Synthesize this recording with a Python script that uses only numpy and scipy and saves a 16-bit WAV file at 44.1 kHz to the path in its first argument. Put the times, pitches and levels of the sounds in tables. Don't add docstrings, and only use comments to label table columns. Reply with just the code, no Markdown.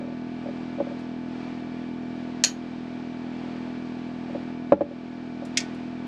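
import sys
import numpy as np
from scipy import signal
from scipy.fft import rfft, irfft, next_fast_len
from scipy.io import wavfile
from scipy.ndimage import map_coordinates

SR = 44100
rng = np.random.default_rng(int(sys.argv[2]) if len(sys.argv) > 2 else 0)


def wrap_up_sound(samples):
    columns = np.atleast_2d(samples).T
    tamed = np.clip(columns, -1, 1)
    steps = np.round(tamed * 32767).astype(np.int16)
    wavfile.write(sys.argv[1], SR, steps)


N = 267687
TIME = np.arange(N) / SR
AGE = TIME[:SR // 2]

# (frequency [Hz], t60 [s])
ROOM_DECAY = [(100, 0.39), (600, 0.27), (2000, 0.2), (7000, 0.13), (14000, .2)]
# (order [multiple of the shaft rate], relative level [dB])
HUM_ORDERS = [(1, -25), (2, -19.5), (3, -13), (4, -8.5), (5, -4.5), (6, 3), (7, -3.5), (8, -7), (9, -15),
              (10, -15), (11, -18), (12, -34.5), (13, -32), (14, -33), (15, -34), (16, -16), (17, -15),
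              (18, -52), (19, -46.5), (20, -32.5), (21, -19), (22, -26), (23, -38), (24, -37)]
WHINE_ORDERS = [(28, -25.5), (36, -24), (39, -29), (41, -25.5), (44, -27.5), (56, -22.5), (58, -33.5),
                (59, -34.5)]
# (frequency [Hz], relative density [dB])
AIR_SPECTRUM = [(25, -27.5), (60, -14.5), (120, -8), (240, 4), (480, -3.5), (700, -1.5), (1000, -7.5),
                (2000, -13), (2400, -10.5), (2800, -14.5), (4700, -20.5), (6000, -29), (8000, -37.5),
                (10400, -55.5), (12000, -81.5)]
# (start [s], length [s], level [dB])
HAND_SHIFTS = [(0.01, .12, -37.5), (4.268, .12, -39.5)]
# (time [s], level [dB])
BENCH_KNOCKS = [(0.039, -31.5), (0.458, -27.5), (0.4867, -27), (0.784, -25.5), (0.8016, -13.5),
                (0.869, -29.5), (0.9101, -27.5), (4.348, -21.5), (4.7216, 4), (4.8083, -5.5), (4.910, -27),
                (5.422, -28)]
# (frequency [Hz], relative level [dB], t60 [s])
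BENCH_MODES = [(82.5, -25.5, 0.16), (194.6, -17.5, 0.15), (299.4, -6, 0.11), (423, -10, 0.064),
               (549, 3, 0.033), (634, -4.5, 0.009), (848, -11, 0.054), (947, -13, 0.017),
               (1360, -19, 0.044), (1797, -14, 0.044), (2520, -3, 0.013)]
# (frequency [Hz], relative density [dB])
SCUFF_SPECTRUM = [(600, -3), (1500, 5.5), (2600, -3), (4000, -11), (7000, -26.5), (10000, -47),
                  (14000, -57)]
# (time [s], level [dB])
SPRING_TICKS = [(0.990, -54), (4.325, -61.5), (5.45, -42), (5.7454, -50)]
# (frequency [Hz], relative density [dB])
TICK_SPECTRUM = [(1500, -31), (4000, 6.5), (7000, 6), (10500, -4.5), (13500, -20), (16000, -46)]
# (time [s], level [dB])
GRIP_CONTACTS = [(2.4383, -6), (2.4435, -11), (2.4475, -14)]
RELEASE_CONTACTS = [(5.5719, -11.5), (5.5785, -17.5), (5.6035, -28.5)]
# (frequency [Hz], relative level [dB], t60 [s])
LOADED_MODES = [(1520, -12, .12), (1879, -20, .12), (2620, -17, .14), (3052, -16, .16), (3892, -13, .14),
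                (4290, -2, .13), (4619, -14, .14), (4920, -16, .15), (5496, -9, .08), (5889, -13, .15),
                (6378, -9, .14), (6512, -7, .21), (6544, -8, .14), (6708, -4, .13), (6896, -10, .16),
                (7354, -11, .12), (9582, -27, .16), (10610, -24, .11)]
SLACK_MODES = [(1497, -14, .45), (1836, -3, .33), (1965, -5, .36), (2126, -3, .26), (2266, -1, .14),
               (2659, -8, .14), (3295, -8, .16), (4323, -6, .16), (5329, -7, .14), (6164, -3, .1),
               (6438, -2, .09), (6729, -6, .1), (7203, -9, .13), (7520, -12, .15)]
# (frequency [Hz], relative density [dB])
GRIP_SPECTRUM = [(300, -30), (560, -11), (800, -13), (1200, -25), (1500, -8), (1900, -13), (2600, -8),
                 (3300, -8), (4300, -1), (5600, -6), (6700, 1), (7300, -5), (8000, -24), (10600, -22),
                 (16000, -48)]
RELEASE_SPECTRUM = [(500, -36), (1200, -25), (1500, -13), (1900, -5), (2200, 3), (2800, -6), (3800, -7),
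                    (4400, -3), (6400, -2), (7600, -9), (9000, -23), (11000, -30), (13500, -48),
                    (16000, -66)]


def amp(db):
    return 10 ** (np.asarray(db) / 20)


def along(points, hz):
    frequencies, values = np.transpose(points)
    return np.interp(np.log(hz + 1), np.log(frequencies + 1), values)


def rise(time_constant_s):
    return 1 - np.exp(-AGE / time_constant_s)


def fade(t60):
    return np.exp(-np.log(1000) * AGE / t60)


def wobble(knots_per_s):
    knots = rng.standard_normal(int(N * knots_per_s / SR) + 4)
    return map_coordinates(knots, [TIME * knots_per_s])


def filtered(x, response):
    size = next_fast_len(len(x) + 8192)
    return irfft(rfft(x, size) * response(np.fft.rfftfreq(size, 1 / SR)), size)[:len(x)]


def noise(spectrum, size=len(AGE)):
    shaped = filtered(rng.standard_normal(size), lambda hz: amp(along(spectrum, hz)))
    return shaped / np.sqrt(np.mean(shaped ** 2) + 1e-20)


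def in_room(sound, wet_db, build_up_s=0.0045):
    hz, t, bands = signal.stft(rng.standard_normal(len(AGE)), SR, nperseg=256)
    decay = np.exp(-np.log(1000) * t / along(ROOM_DECAY, hz)[:, None])
    tail = signal.istft(bands * decay, SR, nperseg=256)[1][:len(AGE)] * rise(build_up_s)
    reflections = signal.fftconvolve(sound, tail / np.linalg.norm(tail))[:len(AGE)]
    return sound + amp(wet_db) * reflections


def machine(shaft_hz=41.342, drift_hz=0.0408, hum_db=-33.5, casing_order=6):
    turns = np.cumsum(shaft_hz + drift_hz * wobble(2)) / SR + .776
    angle = 2 * np.pi * turns
    hum = whine = 0
    for order, db in HUM_ORDERS:
        gain = amp(db + 0.2 * wobble(3.1))
        lead = np.pi / 2.5 * (order != casing_order)
        smear = -.05 * (order - 7) ** 2 + rng.normal(0, (order / 11) ** 6)
        flutter = 0.0099 * order * wobble(12)
        hum += gain * np.cos(order * angle + lead + smear + flutter)
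    for order, db in WHINE_ORDERS:
        gain = amp(db + 1.2 * wobble(15))
        flutter = 0.015 * order * wobble(25)
        whine += gain * np.cos(order * angle + flutter)
    return amp(hum_db) * (hum + whine) / hum.std()


def air_rush(level_db=-44.5, swell_db=1.14):
    return amp(level_db + swell_db * wobble(5)) * noise(AIR_SPECTRUM, N)


def nudges(per_s=23, spread_db=4.5):
    contacts = []
    for start, length, db in HAND_SHIFTS:
        count = max(round(length * per_s), 1)
        for k in range(count):
            contacts.append((start + length * (k + rng.random()) / count, db + rng.normal(0, spread_db)))
    return contacts


def add(track, start_s, sound):
    part = track[max(round(start_s * SR), 0):][:len(sound)]
    part += sound[:len(part)]


def excitation(hz, db, soft_hz=715, force_hz=260):
    cutoff_hz = soft_hz + force_hz * amp(db)
    return 1 / np.sqrt(1 + (hz / cutoff_hz) ** 6)


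def bench_knocks(rebound_s=0.008645, rebound_db=-4, attack_s=0.00095):
    track = np.zeros(N)
    radiation = signal.butter(2, 115, "high", fs=SR)
    press = rise(attack_s) ** 2
    for start, db in BENCH_KNOCKS + nudges():
        ring = 0
        for hz, mode_db, t60 in BENCH_MODES:
            gain = amp(mode_db + rng.normal(0, 1)) * excitation(hz, db)
            ring += gain * np.sin(2 * np.pi * hz * AGE) * fade(t60)
        ring = signal.lfilter(*radiation, ring * press)
        blow = ring.copy()
        add(blow, rebound_s, amp(rebound_db) * ring)
        blow /= np.abs(blow).max()
        scuff = amp(-27) * excitation(hz=840, db=db) * noise(SCUFF_SPECTRUM) * press * fade(t60=0.061)
        add(track, start, amp(db) * in_room(blow + scuff, wet_db=-21))
    return track


def spring_ticks(attack_s=.003):
    track = np.zeros(N)
    for start, db in SPRING_TICKS:
        rub = noise(TICK_SPECTRUM) * rise(attack_s) * fade(t60=0.036)
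        add(track, start, amp(db) * in_room(rub, wet_db=-4))
    return track


def catch_snap(contacts, modes, spectrum, crack_t60, ring_db, wet_db, attack_s=.0003):
    track = np.zeros(N)
    for start, db in contacts:
        ring = 0
        for hz, mode_db, t60 in modes:
            gain = amp(mode_db + rng.normal(0, 4.1))
            ring += gain * np.sin(2 * np.pi * (hz * AGE + rng.random())) * fade(t60)
        crack = noise(spectrum) * fade(crack_t60)
        strike = (crack + amp(ring_db) * ring) * rise(attack_s)
        add(track, start, amp(db) * in_room(strike, wet_db))
    return track


def scene():
    grip = catch_snap(GRIP_CONTACTS, LOADED_MODES, GRIP_SPECTRUM,
                      crack_t60=0.028, ring_db=-15.5, wet_db=-7.5)
    release = catch_snap(RELEASE_CONTACTS, SLACK_MODES, RELEASE_SPECTRUM,
                         crack_t60=0.04, ring_db=-23.5, wet_db=-11.5)
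    return (machine() + air_rush() + spring_ticks() + bench_knocks() + grip + release)[None]


def gain_control(x, threshold_db=-17, slope=0.57, sense_s=0.0062, recover_s=0.35):
    pole = np.exp(-1 / (sense_s * SR))
    power = signal.lfilter([1 - pole], [1, -pole], x ** 2)
    cut_db = slope * np.maximum(10 * np.log10(power + 1e-12) - threshold_db, 0)
    growth = np.exp(TIME / recover_s)
    held_db = np.maximum.accumulate(cut_db * growth) / growth
    return x * amp(-held_db)


def record(dry, ceiling=.9, top_hz=15100):
    ducked = gain_control(dry[0])
    rounded = ducked / (1 + np.abs(ducked / ceiling) ** 8) ** (1 / 8)
    return filtered(rounded, lambda hz: 1 / np.sqrt(1 + (hz / top_hz) ** 80))[None]


dry = scene()
out = record(dry)
wrap_up_sound(out)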